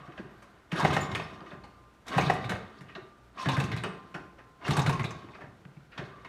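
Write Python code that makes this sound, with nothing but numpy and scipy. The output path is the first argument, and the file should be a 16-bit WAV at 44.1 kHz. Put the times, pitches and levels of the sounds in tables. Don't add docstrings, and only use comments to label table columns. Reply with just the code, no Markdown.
import sys
import numpy as np
from scipy import signal
from scipy.fft import rfft, irfft
from scipy.io import wavfile

SR = 44100
rng = np.random.default_rng(int(sys.argv[2]) if len(sys.argv) > 2 else 0)


def output_pcm(signal):
    pcm = np.clip(np.atleast_2d(signal).T, -1, 1) * 32767
    wavfile.write(sys.argv[1], SR, np.round(pcm).astype(np.int16))


def gain_from_db(level_db):
    decades = np.asarray(level_db, float) / 20
    return 10 ** decades


N = 276948

# pitch_hz, density_db
ROOM_SPECTRUM = [(12, -53), (20, -2), (53, -3), (141, -1.5), (961, -9), (1200, -19), (1310, -6.5),
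                 (1500, -7.5), (1630, -13.5), (8920, -32), (15600, -40.5)]
ROOM_DB = -61
# pitch_hz, level_db
MAINS_HUM = [(59, -73), (120, -74.5)]
# pitch_hz, t60_s
ECHO_T60 = [(60, 0.46), (250, 0.56), (1200, 0.43), (4000, 0.41), (12000, 0.25)]

# pitch_hz, density_db
WHIRR_SPECTRUM = [(150, -30), (250, 8), (576, -1), (707, -2.5), (1480, 0.5), (1690, -3), (3090, -14),
                  (3750, -21.5), (4500, -39), (5850, -72), (9900, -120)]
# pitch_hz, density_db
BREATH_SPECTRUM = [(18, -66), (30, -32), (88, -2), (150, -8.5), (200, 2), (230, -7), (409, -7.5),
                   (500, -23), (650, -31), (1100, -120)]
# pitch_hz, density_db
RATTLE_SPECTRUM = [(1470, -6), (2500, -69), (3070, 9.5), (3780, 8.5), (4790, -0.5), (7190, -8.5),
                   (8130, -6), (11000, -14), (15600, -27)]
CASE_HZ = [700, 1050, 1200, 1600, 1860, 2150, 2550, 2900, 3670, 4500, 5500, 6400]
# width_hz, level_db
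CASE_MODES = [(90, 7), (80, 7), (90, 5), (120, 2), (90, 6), (100, 3), (110, 4), (150, 3), (380, -1.5),
              (400, 2), (350, 4), (250, 4)]

TUBE_HZ = [388, 592, 1044, 1141, 1190, 1211, 1437]
# level_db, t60_s
TUBE_MODES = [(-4, .7), (-8, .8), (-3, 1.7), (5, 1.3), (5, 1.8), (2, 2.0), (-8, 1.0)]
# time_s, level_db
GRIP = [(0, 8), (.7, -19), (1.1, -5), (1.3, 11), (2.1, 6.5), (2.6, -9), (3.298, 20), (3.5, -4), (3.85, -16),
        (4.6, 7), (4.901, 0), (5.2, -1), (6.28, 6)]
# start_s, level_db, pitch_hz, t60_s
SINGING_TUBES = [
    (.97, -54, 1044, 2.6),
    (2.5, -54, 1211, 2.6),
    (1.15, -56, 1200, 2.8),
    (3.6, -52, 1044, 3.2),
    (3.85, -54, 1190, 1.2),
]
SING_RISE_S = 0.024

SQUEAK_HZ = [1150, 12200, 1100, 10400, 7080, 5260, 1080, 6450, 1050, 1060, 2800, 1075, 7100, 1150, 5500,
             2500, 1140, 975, 1095]
# start_s, length_s, level_db
SQUEAKS = [(.01, 0.07, -52), (0.302, 0.12, -82), (0.794, 0.053, -30), (0.75, .032, -59), (1.004, 0.03, -40),
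           (1.229, 0.02, -52), (2.1, 0.17, -39), (2.2, 0.016, -42), (3.385, 0.08, -35),
           (3.489, 0.071, -32.5), (4.637, 0.035, -41), (4.915, 0.06, -34.5), (5.912, 0.027, -84),
           (6.11, 0.12, -55.5), (3.385, 0.039, -56), (5.916, .03, -57), (4.728, 0.06, -34.5),
           (4.645, .04, -45), (5.1, 0.16, -52)]

# peak_s, level_db, pitch_hz
BOOTS = [(0.016, -44.5, 151), (0.0867, -42.5, 157), (0.1997, -35.5, 210), (0.2533, -41.5, 160),
         (1.4203, -42.5, 177), (1.535, -40, 181), (1.579, -46.5, 150), (2.8157, -39.5, 157),
         (2.965, -44.5, 178), (3.0286, -47.5, 127), (4.1555, -36, 173), (5.297, -46, 157),
         (5.443, -41.5, 153), (5.4843, -48, 117), (5.6608, -41.5, 162), (5.689, -49, 150),
         (5.7762, -41, 162), (5.995, -32, 157), (6.0383, -41, 131), (6.2582, -50, 163.5)]
BOOT_HALF_S = 0.0047
# peak_s, level_db, pitch_hz
THUMPS = [(0.0966, -44.5, 357), (0.205, -39, 353), (0.7298, -33, 325), (0.7591, -33, 353),
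          (0.968, -43, 406), (.253, -47, 403), (.787, -34, 390), (1.08, -45, 345), (1.472, -48.5, 357),
          (4.836, -44, 386), (1.2, -39, 440), (1.426, -49.5, 310), (2.188, -28.5, 480), (2.299, -26.5, 433),
          (2.4444, -46, 442), (2.5258, -36.5, 480), (2.986, -39.5, 393), (3.594, -35, 310),
          (3.646, -37, 386), (3.8684, -33.5, 440), (4.149, -47, 376), (4.726, -33, 381), (4.7477, -37, 390),
          (5.1318, -46, 366), (6.0187, -36.5, 399)]
THUMP_HALF_S, THUMP_HARDENING = 0.0061, 0.44
# peak_s, level_db, pitch_hz, half_length_s
STROKES = [(.7347, -24.5, 173, 0.0065), (.843, -22.5, 159, 0.012), (.9051, -25.5, 152, 0.0039),
           (.941, -27.5, 141.6, 0.0061), (.975, -25, 160, 0.0087), (1.1346, -32, 115, 0.0097),
           (1.1975, -38, 166, 0.023), (2.1707, -20, 153.7, 0.0053), (2.188, -26, 158, .007),
           (2.2382, -28, 147, 0.0019), (2.305, -31, 173, 0.0054), (2.374, -42, 130, 0.0072),
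           (2.2739, -24.5, 155, 0.0095), (2.335, -31.5, 127, 0.006), (2.462, -30.5, 120.5, 0.011),
           (2.5117, -29, 195.4, 0.0066), (2.54, -31.5, 101, 0.0041), (3.4655, -24.5, 149, 0.0037),
           (3.4763, -21, 142, 0.0091), (3.5369, -29, 134, 0.0031), (3.5854, -19.5, 139, 0.0058),
           (3.6475, -26.5, 130, 0.0042), (3.728, -30, 125, .006), (3.85, -37, 168, 0.01),
           (3.7452, -25.5, 125, 0.0052), (3.7714, -29.5, 168, 0.0054), (3.8947, -42.5, 192, 0.017),
           (4.6905, -26.5, 148, 0.0022), (4.6975, -21, 140, 0.0049), (4.711, -26.5, 151, 0.0052),
           (4.7235, -26, 150, 0.0043), (4.818, -33, 138, 0.0044), (4.856, -29, 120, 0.0076),
           (4.7875, -18.5, 140, 0.0077), (4.8005, -23, 150, 0.0033), (4.8834, -18.5, 144, 0.0074),
           (4.8955, -20, 148.5, 0.0038), (4.9518, -30, 160, 0.006), (5.0137, -25.5, 119, 0.008),
           (5.05, -29, 162, 0.0039), (4.77, -36, 151, 0.0061), (5.09, -38, 128, 0.012),
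           (5.166, -44, 172, 0.0073), (5.1143, -49, 197, 0.0026)]
# peak_s, level_db, pitch_hz, rebound_after_s
HAMMER = [
    (.8505, -13.3, 809, .005),
    (.967, -15.9, 840, .005),
    (2.1833, -13.5, 828, .0051),
    (2.3002, -16.8, 758, .0039),
]
HAMMER_HALF_S, HAMMER_DB = 0.00094, -2.5
REBOUND_PITCH, REBOUND_DB = 0.885, 0.4

# start_s, level_db, pitch_hz, dying_s
RINGS = [(.7168, -34, 2820, .006), (.79, -40, 5500, .01), (.8495, -21.5, 2080, .008),
         (.9288, -34, 2460, .008), (.9657, -21.5, 1820, 0.0077), (1.1493, -27.5, 3280, 0.0044),
         (1.152, -25.5, 2430, 0.0075), (2.0818, -39, 5660, 0.0057), (2.1361, -32.5, 1940, .01),
         (2.181, -26, 1820, 0.013), (2.21, -29.5, 2270, 0.047), (2.2983, -19.5, 1900, 0.006),
         (2.33, -34, 1910, 0.019), (2.5193, -28.5, 1720, .008), (2.951, -41.5, 3800, 0.012),
         (3.374, -34, 1130, 0.02), (3.4576, -31, 1640, 0.011), (3.487, -30.5, 2500, 0.018),
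         (3.5668, -30, 2060, 0.0075), (3.5998, -27, 2540, .01), (3.6392, -35.5, 2540, 0.0066),
         (3.716, -33.5, 2070, 0.0068), (3.7754, -38.5, 2480, 0.012), (3.8367, -37, 8560, .005),
         (4.644, -46, 2820, 0.023), (4.6796, -29, 1540, 0.011), (4.7684, -27, 1610, 0.0048),
         (4.77, -33, 2190, .005), (4.8632, -30, 1630, 0.0055), (4.896, -31.5, 2500, 0.012),
         (4.9944, -40, 2100, 0.0037), (5.0418, -47, 2510, 0.01), (5.408, -58, 1780, 0.013),
         (5.98, -36.5, 3300, 0.0061)]
# start_s, level_db
FINS = [(.8495, -44), (.94, -30), (1.116, -40), (2.0818, -40), (2.183, -34), (2.261, -33), (2.442, -41.5),
        (2.4945, -35.5), (3.459, -50), (3.488, -28.5), (3.6, -35), (3.717, -38.5), (3.775, -37),
        (4.709, -30), (4.772, -35), (4.793, -29.5), (4.865, -33), (5.045, -36)]
FIN_HZ, FIN_S = 3750, 0.021
# start_s, level_db
CHAIN = [
    (.876, -43),
    (2.21, -41),
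    (3.517, -40.5),
    (3.64, -43.5),
    (4.732, -37),
    (4.818, -37),
    (4.927, -41),
    (5.107, -44.5),
]
CHAIN_HZ, CHAIN_S = 6260, 0.013
CHAIN_LOW_HZ, CHAIN_LOW_DB = 5130, -1.5
# start_s, level_db, pitch_hz, dying_s
JARS = [(.077, -46, 1400, .004), (.12, -53, 3000, .012), (.178, -43, 2900, 0.0054),
        (0.796, -36, 1070, 0.022), (1.406, -49, 2980, .002), (1.406, -53, 4600, .002),
        (1.506, -47.5, 3460, 0.0088), (1.637, -49.5, 4260, 0.014), (2.788, -54, 4460, 0.0055),
        (2.885, -51, 2970, 0.0087), (2.952, -41, 2740, .006), (3.379, -43, 2577, 0.047),
        (3.378, -48, 3800, .04), (3.392, -46, 5360, 0.048), (4.65, -47, 5400, 0.037),
        (4.645, -53, 3700, .03), (5.033, -43, 6500, 0.0062), (5.287, -50, 2180, .003),
        (5.344, -57, 4430, 0.0084), (5.385, -49, 700, 0.0079), (5.42, -46.5, 576, 0.024),
        (5.652, -52, 2010, 0.0021), (5.767, -56, 2210, 0.0074), (5.93, -46, 1306, 0.025),
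        (6.0, -43, 580, .02), (3.457, -53, 9000, .006), (3.593, -44, 8000, .006), (3.716, -54, 11000, .01),
        (4.715, -32, 790, 0.018), (4.785, -26, 853, 0.027), (4.895, -35, 803, 0.024),
        (5.92, -51, 2480, .02), (5.93, -62, 3880, .02), (5.335, -49, 2300, 0.027),
        (5.979, -48, 4430, 0.012), (6.04, -57, 4140, 0.037), (.19, -49, 542, 0.021),
        (2.965, -43, 660, 0.014), (4.16, -41, 320, 0.045), (1.64, -50, 840, 0.016),
        (.737, -35, 940, .012), (.795, -24, 950, .02), (.755, -33, 1570, .02), (.903, -28, 1190, .01),
          (0.906, -36, 2580, .02), (.921, -38, 3880, .008), (0.927, -34, 3130, .008),
          (0.971, -29, 1280, .01), (1.03, -31, 1130, 0.053), (1.157, -31.5, 1280, 0.014),
          (2.299, -21.5, 683, 0.0072), (2.443, -36, 2330, 0.0089), (3.518, -37, 2500, .008),
          (3.583, -32, 1720, .012), (4.735, -38, 2580, .01), (4.862, -31, 2070, .008),
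          (4.68, -31, 2100, .012), (4.896, -40, 3800, .012), (5.652, -52, 2600, 0.0025),
          (5.652, -50, 1600, .003), (3.845, -48, 5200, 0.024)]
RING_Q = 8.6

# boot_lands_s, lever_bottoms_s, crank_halts_s, push_db, coast_db
KICKS = [
    (0.716, 0.849, 1.107, 3, 1.6),
    (2.068, 2.201, 2.41, 1, -0.2),
    (3.351, 3.457, 3.714, -7, -2),
    (4.616, 4.692, 4.914, 0.5, 0),
]
RISE_S, FREE_S, CATCH_S, SETTLE_S, STILL_S = 0.053, 0.053, 0.069, 0.18, 0.65
LANDING_S = 0.023
WHIRR_STAGES = [
    -53.5,
    -38.5,
    -34.5,
    -52,
    -37,
    -47.5,
    -52,
    -70.5,
]
BREATH_STAGES = [-74, -47, -42, -34.5, -44.5, -43.5, -55.5, -65]
RATTLE_STAGES = [-68.5, -45, -50, -48, -47, -60.5, -64, -86.5]
RATTLE_FOLLOWS = 0.49
# time_s, level_db
ROCKING = [
    (0, -53),
    (.4, -61),
    (.7, -68),
    (.71, -99),
    (5.9, -99),
    (5.97, -55),
    (6.28, -61.5),
]
ROCK_BREATH_DB, ROCK_RATTLE_DB = -5, -17

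# start_s, level_db, knock_hz, top_db (over tick)
BLOWS = [(0.8429, -32.5, 1000, -6), (.8485, -20.5, 720, -23), (0.965, -22.5, 640, -19),
         (1.1967, -29, 650, -27), (2.066, -51, 655, 1), (2.1515, -34, 850, -15),
         (2.1798, -20.5, 780, -14.5), (2.2983, -22, 694, -19), (2.518, -30.5, 656, -40),
         (2.5503, -37.5, 530, -27), (3.486, -24, 870, -12.5), (3.5993, -28.5, 806, -8.5),
         (4.7066, -27, 824, -6.5), (4.7333, -36, 1210, -23), (4.7669, -25, 860, -4),
         (4.7909, -27, 850, -5.5), (4.893, -28, 850, -6), (5.106, -40.5, 970, -7)]
BLOW_KNOCK_DB, BLOW_S = 1.5, 0.017
# start_s, level_db, knock_hz, knock_db (over tick), top_db (over tick)
VALVES = [(0.718, -28, 1470, -4.5, -17), (0.7955, -32, 1140, -1, -5.5), (1.1488, -24, 2390, -4, -12.5),
          (3.457, -29.5, 1690, 5, -23), (3.5662, -32, 1590, 5, -12), (3.716, -31, 2000, -0.5, -52),
          (4.678, -35, 1680, 8, -3), (4.8619, -25, 1450, 0.5, -9), (4.994, -28, 2070, 0, -17.5),
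          (5.04, -32, 2440, 2, -11)]
VALVE_S, VALVE_RISE_S = 0.023, 0.00073
# start_s, level_db, top_db (over tick)
TICKS = [(0.877, -33, -14), (1.006, -49, 5.5), (1.1145, -34, -17), (2.08, -36, -4), (2.173, -36, -4),
         (2.2096, -25, -15), (2.3344, -43, -0.5), (2.442, -32.5, -19), (2.807, -44, -13), (3.5182, -39, -9),
         (3.6357, -42, -2), (3.7633, -33.5, -10), (4.9279, -33.5, -10), (6.247, -37.5, -25)]
TICK_HZ, TICK_KNOCK_DB, TICK_S = 1006, -5.5, 0.024
# start_s, level_db, knock_hz, top_db (over tick)
SCRAPES = [
    (0.9242, -25.5, 1030, -13.5),
    (2.884, -42, 2440, -36),
    (3.377, -37.5, 980, -33),
    (4.644, -42, 1010, -26),
    (5.915, -46.5, 2340, -30),
]
SCRAPE_KNOCK_DB, SCRAPE_S, SCRAPE_RISE_S = -10.5, 0.029, 0.013
# start_s, level_db, knock_hz, knock_db (over tick), top_db (over tick)
LEVER = [(0.0747, -61, 1200, 13, -31), (0.12, -46.5, 1150, -10, -31), (0.176, -42, 1600, 5.5, -41),
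         (0.4205, -46.5, 1100, -3, -10.5), (1.4046, -56, 1090, 15, -28), (1.4608, -43, 1230, -6, -38),
         (1.511, -45.5, 1520, 6.5, -31), (1.6374, -49, 810, 4.5, -9), (2.492, -25, 1470, -3, -12.5),
         (3.835, -26.5, 1230, -1.5, -23), (2.9505, -39, 1440, 1.5, -49), (4.141, -34, 1450, 3, -21),
         (4.382, -49.5, 1680, 5.5, -30), (5.284, -51.5, 895, 7, -56), (5.347, -42.5, 1350, -1, -47),
         (5.407, -46, 1750, 7.5, -31), (5.764, -65, 1190, -9, -24), (5.976, -33.5, 1660, 2, -26)]
LEVER_S, LEVER_RISE_S = 0.027, 0.0027
# start_s, level_db
SNAPS = [
    (5.651, -46),
]
SNAP_HZ, SNAP_KNOCK_DB, SNAP_TOP_DB, SNAP_S = 1370, -1, -34, 0.0015
HIT_RISE_S = 0.00073


def rms_one(x):
    return x / np.sqrt(np.mean(x ** 2) + 1e-20)


def peak_one(x):
    return x / np.abs(x).max()


def at_hz(points, hz):
    points = np.array(points)
    return np.interp(np.log(hz), np.log(points[:, 0]), points[:, 1])


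def add(out, s, sound):
    i = round(s * SR)
    out[i:i + len(sound)] += sound[:N - i]


def band(x, low_hz, high_hz):
    return signal.sosfilt(signal.butter(2, [low_hz, high_hz], "band", fs=SR, output="sos"), x)


def resonance(x, hz, width_hz):
    r = np.exp(-np.pi * width_hz / SR)
    zeros = np.array([1, 0, -1]) * (1 - r * r) / 2
    poles = [1, -2 * r * np.cos(2 * np.pi * hz / SR), r * r]
    return signal.lfilter(zeros, poles, x)


def coloured(x, spectrum):
    hz = np.maximum(np.arange(N // 2 + 1) * SR / N, 1)
    return rms_one(irfft(rfft(x) * gain_from_db(at_hz(spectrum, hz)), N))


def flutter(rate_hz, depth_db):
    r = np.exp(-2 * np.pi * rate_hz / SR)
    slow = signal.lfilter([1], [1, -2 * r, r * r], rng.standard_normal(N))
    return gain_from_db(depth_db * rms_one(slow))


def background():
    t = np.arange(N) / SR
    hum = sum(gain_from_db(db + 6.5) * np.sin(2 * np.pi * hz * t) for hz, db in MAINS_HUM)
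    air = coloured(rng.standard_normal(N), ROOM_SPECTRUM)
    return gain_from_db(ROOM_DB) * air * flutter(22, 0.56) + hum * flutter(6, 4.7)


def garage_echo():
    t = np.arange(SR * 3 // 2) / SR
    tail = np.zeros(len(t))
    for low in 40 * 2 ** np.arange(0, 9.):
        octave = band(rng.standard_normal(len(t)), low, min(2 * low, 19000))
        tail += octave * gain_from_db(-60 * t / at_hz(ECHO_T60, low * np.sqrt(2)))
    return tail * (1 - np.exp(-t / 0.02)) ** 2 / np.sqrt(SR)


def singing():
    out, t = np.zeros(N), np.arange(2 * SR) / SR
    wander = 0.7 * np.log(flutter(12, 8.7))
    for s, db, hz, t60 in SINGING_TUBES:
        drift = wander[round(s * SR) // 2:][:len(t)]
        tone = np.sin(2 * np.pi * hz * t + drift)
        add(out, s, gain_from_db(db - 60 * t / t60) * (1 - np.exp(-t / SING_RISE_S)) * tone)
    return out * flutter(8, 4)


def frame(shake):
    shake = shake * gain_from_db(np.interp(np.arange(N) / SR, *np.transpose(GRIP)))
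    out = np.zeros(N)
    for hz, (db, t60) in zip(TUBE_HZ, TUBE_MODES):
        out += gain_from_db(db) * resonance(shake, hz, np.log(1000) / np.pi / t60)
    return out


def squeaks():
    out, t = np.zeros(N), np.arange(SR // 4) / SR
    for hz, (s, length, db) in zip(SQUEAK_HZ, SQUEAKS):
        narrow = resonance(rng.standard_normal(len(t)), hz, min(hz / 26, 135))
        waver = rms_one(resonance(narrow, hz, 250))
        waver = rms_one(waver + np.sqrt(2) * np.sin(2 * np.pi * hz * t))
        octave = resonance(waver ** 2, min(2 * hz, SR / 2.5), 400) * np.exp(-t / 0.033)
        swell = (1 - np.exp(-t / 0.0089)) * np.exp(-(t / length) ** 1.3)
        add(out, s, gain_from_db(db) * (waver + 0.19 * octave) * swell)
    return out


def rings():
    out, t = np.zeros(N), np.arange(SR // 8) / SR
    fins = [(s, db, FIN_HZ, FIN_S) for s, db in FINS]
    chain = [(s, db, CHAIN_HZ, CHAIN_S) for s, db in CHAIN]
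    guide = [(s, db + CHAIN_LOW_DB, CHAIN_LOW_HZ, CHAIN_S) for s, db in CHAIN]
    for s, db, hz, dying in RINGS + fins + chain + JARS + guide:
        hits = rng.standard_normal(len(t)) * np.exp(-t / np.clip(dying, 0.002, 0.05))
        hits[0] = 7.1
        ring = resonance(resonance(hits, hz, hz / RING_Q), hz, 3 * hz / RING_Q)
        add(out, s, gain_from_db(db) * peak_one(ring))
    return out


def pushes(table, sag, overtone, sharpness, shove):
    out, t = np.zeros(N), np.arange(SR // 6) / SR
    for s, db, hz, half in table:
        rise = 1.44 * np.clip(half, 0.0005, 0.03)
        phase = 2 * np.pi * hz * (t - rise) * (1 - sag * t / rise)
        wave = np.cos(phase) + overtone * np.cos(2 * phase + 0.63) + shove * np.cos(phase / 2 + 1.5)
        swell = (t / rise * np.exp(1 - t / rise)) ** sharpness
        add(out, max(s - rise, 0), gain_from_db(db) * wave * swell)
    return out


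def tank_thumps():
    thumps = [(s, db, hz, THUMP_HALF_S * gain_from_db(-THUMP_HARDENING * (db + 41))) for s, db, hz in THUMPS]
    return pushes(thumps, sag=0.026, overtone=0.078, sharpness=1.47, shove=0.048)


def chuffs_and_boots():
    boots = [(s, db, hz, BOOT_HALF_S) for s, db, hz in BOOTS]
    return pushes(STROKES + boots, sag=0.017, overtone=0.18, sharpness=1.5, shove=0.076)


def lever_stop():
    hits = []
    for s, db, hz, gap in HAMMER:
        hits.append((s, db, hz, HAMMER_HALF_S))
        hits.append((s + gap, db + REBOUND_DB, hz * REBOUND_PITCH, HAMMER_HALF_S))
    return gain_from_db(HAMMER_DB) * pushes(hits, sag=0.0026, overtone=0.085, sharpness=1.4, shove=0.014)


def through_case(x, strengths):
    out = x
    for strength, hz, (width_hz, db) in zip(strengths, CASE_HZ, CASE_MODES):
        out = out + strength * gain_from_db(db) * resonance(x, hz, width_hz)
    return out


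def grains(per_s, spread_db):
    sizes = gain_from_db(spread_db * np.minimum(rng.exponential(1, N), 5)) * rng.choice([-1, 1], N)
    return sizes * (rng.random(N) < per_s / SR)


def motion(stage_db, rock_db, follows=1):
    t = np.arange(N) / SR
    out = gain_from_db(np.interp(t, *np.transpose(ROCKING)) + rock_db)
    for land, bottom, halt, push_db, coast_db in KICKS:
        s = [land, land + RISE_S, bottom, bottom + FREE_S, bottom + CATCH_S,
             halt, halt + SETTLE_S, halt + STILL_S]
        db = list(np.add(stage_db, np.repeat([follows * push_db, coast_db], [3, 5])))
        s.append(s[-1] + SETTLE_S)
        db.append(db[-1] - 16.5)
        onset = np.clip((t - land) / LANDING_S + 1, 0, 1) ** 2
        out = out + gain_from_db(np.interp(t, s, db)) * onset
    return out


def moving_parts():
    spots = [flutter(22, 3.5) for _ in CASE_HZ]
    whirr = coloured(through_case(grains(2500, 0.66), spots), WHIRR_SPECTRUM) * flutter(31, 0.89)
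    breath = coloured(rng.standard_normal(N), BREATH_SPECTRUM) * flutter(25, 3.7)
    rattle = coloured(through_case(grains(6600, 1.1), spots), RATTLE_SPECTRUM) * flutter(17.5, 3.2)
    out = motion(WHIRR_STAGES, 0) * whirr
    out = out + motion(BREATH_STAGES, ROCK_BREATH_DB) * breath
    return out + motion(RATTLE_STAGES, ROCK_RATTLE_DB, RATTLE_FOLLOWS) * rattle


def contacts():
    return ([(s, db, hz, BLOW_KNOCK_DB, top, BLOW_S, HIT_RISE_S) for s, db, hz, top in BLOWS]
            + [(s, db, hz, knock, top, VALVE_S, VALVE_RISE_S) for s, db, hz, knock, top in VALVES]
            + [(s, db, TICK_HZ, TICK_KNOCK_DB, top, TICK_S, HIT_RISE_S) for s, db, top in TICKS]
            + [(s, db, hz, SCRAPE_KNOCK_DB, top, SCRAPE_S, SCRAPE_RISE_S) for s, db, hz, top in SCRAPES]
            + [(s, db, hz, knock, top, LEVER_S, LEVER_RISE_S) for s, db, hz, knock, top in LEVER]
            + [(s, db, SNAP_HZ, SNAP_KNOCK_DB, SNAP_TOP_DB, SNAP_S, HIT_RISE_S) for s, db in SNAPS])


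def clacks():
    out, t = np.zeros(N), np.arange(SR // 6) / SR
    for s, db, knock_hz, knock_db, top_db, rattle, rise in contacts():
        fine, finer, coarse, dull = rng.standard_normal((4, len(t)))
        spot = gain_from_db(5 * rng.standard_normal(len(CASE_HZ)))
        fade = np.exp(-t / np.clip(rattle, 0.001, 0.05)) * (1 - np.exp(-t / rise))
        crack = 1 + 1.2 * np.exp(-t / 0.003)
        tick = through_case(band(fine * fade * crack, 1014, 2710), spot)
        top = band(finer * fade ** 1.3, 2600, 9160)
        bounces = coarse * (np.abs(coarse) > 2.1) * fade
        knock = resonance(resonance(bounces + 1e-9 * fine, knock_hz, 167), knock_hz, 1100)
        body = band(dull * fade ** 0.7, 240, 1000)
        low = 0.67 * peak_one(knock) + 0.79 * peak_one(body)
        clack = peak_one(tick) + gain_from_db(top_db) * peak_one(top) + gain_from_db(knock_db) * low
        add(out, s, gain_from_db(db) * clack)
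    return out


def scene():
    metal = clacks() + moving_parts() + lever_stop()
    bike = metal + chuffs_and_boots() + tank_thumps() + squeaks() + frame(metal) + rings() + singing()
    echo = gain_from_db(11) * signal.fftconvolve(bike, garage_echo())[:N]
    return (bike + echo + background())[None]


def band_limit(x):
    return signal.sosfilt(signal.butter(12, 15730, fs=SR, output="sos"), x)


def record(dry):
    top_cut = signal.sosfilt(signal.cheby2(12, 60, 16450, fs=SR, output="sos"), dry)
    mix = signal.sosfilt(signal.butter(3, 33, "high", fs=SR, output="sos"), top_cut)
    return band_limit(mix)


dry = scene()
out = record(dry)
output_pcm(out)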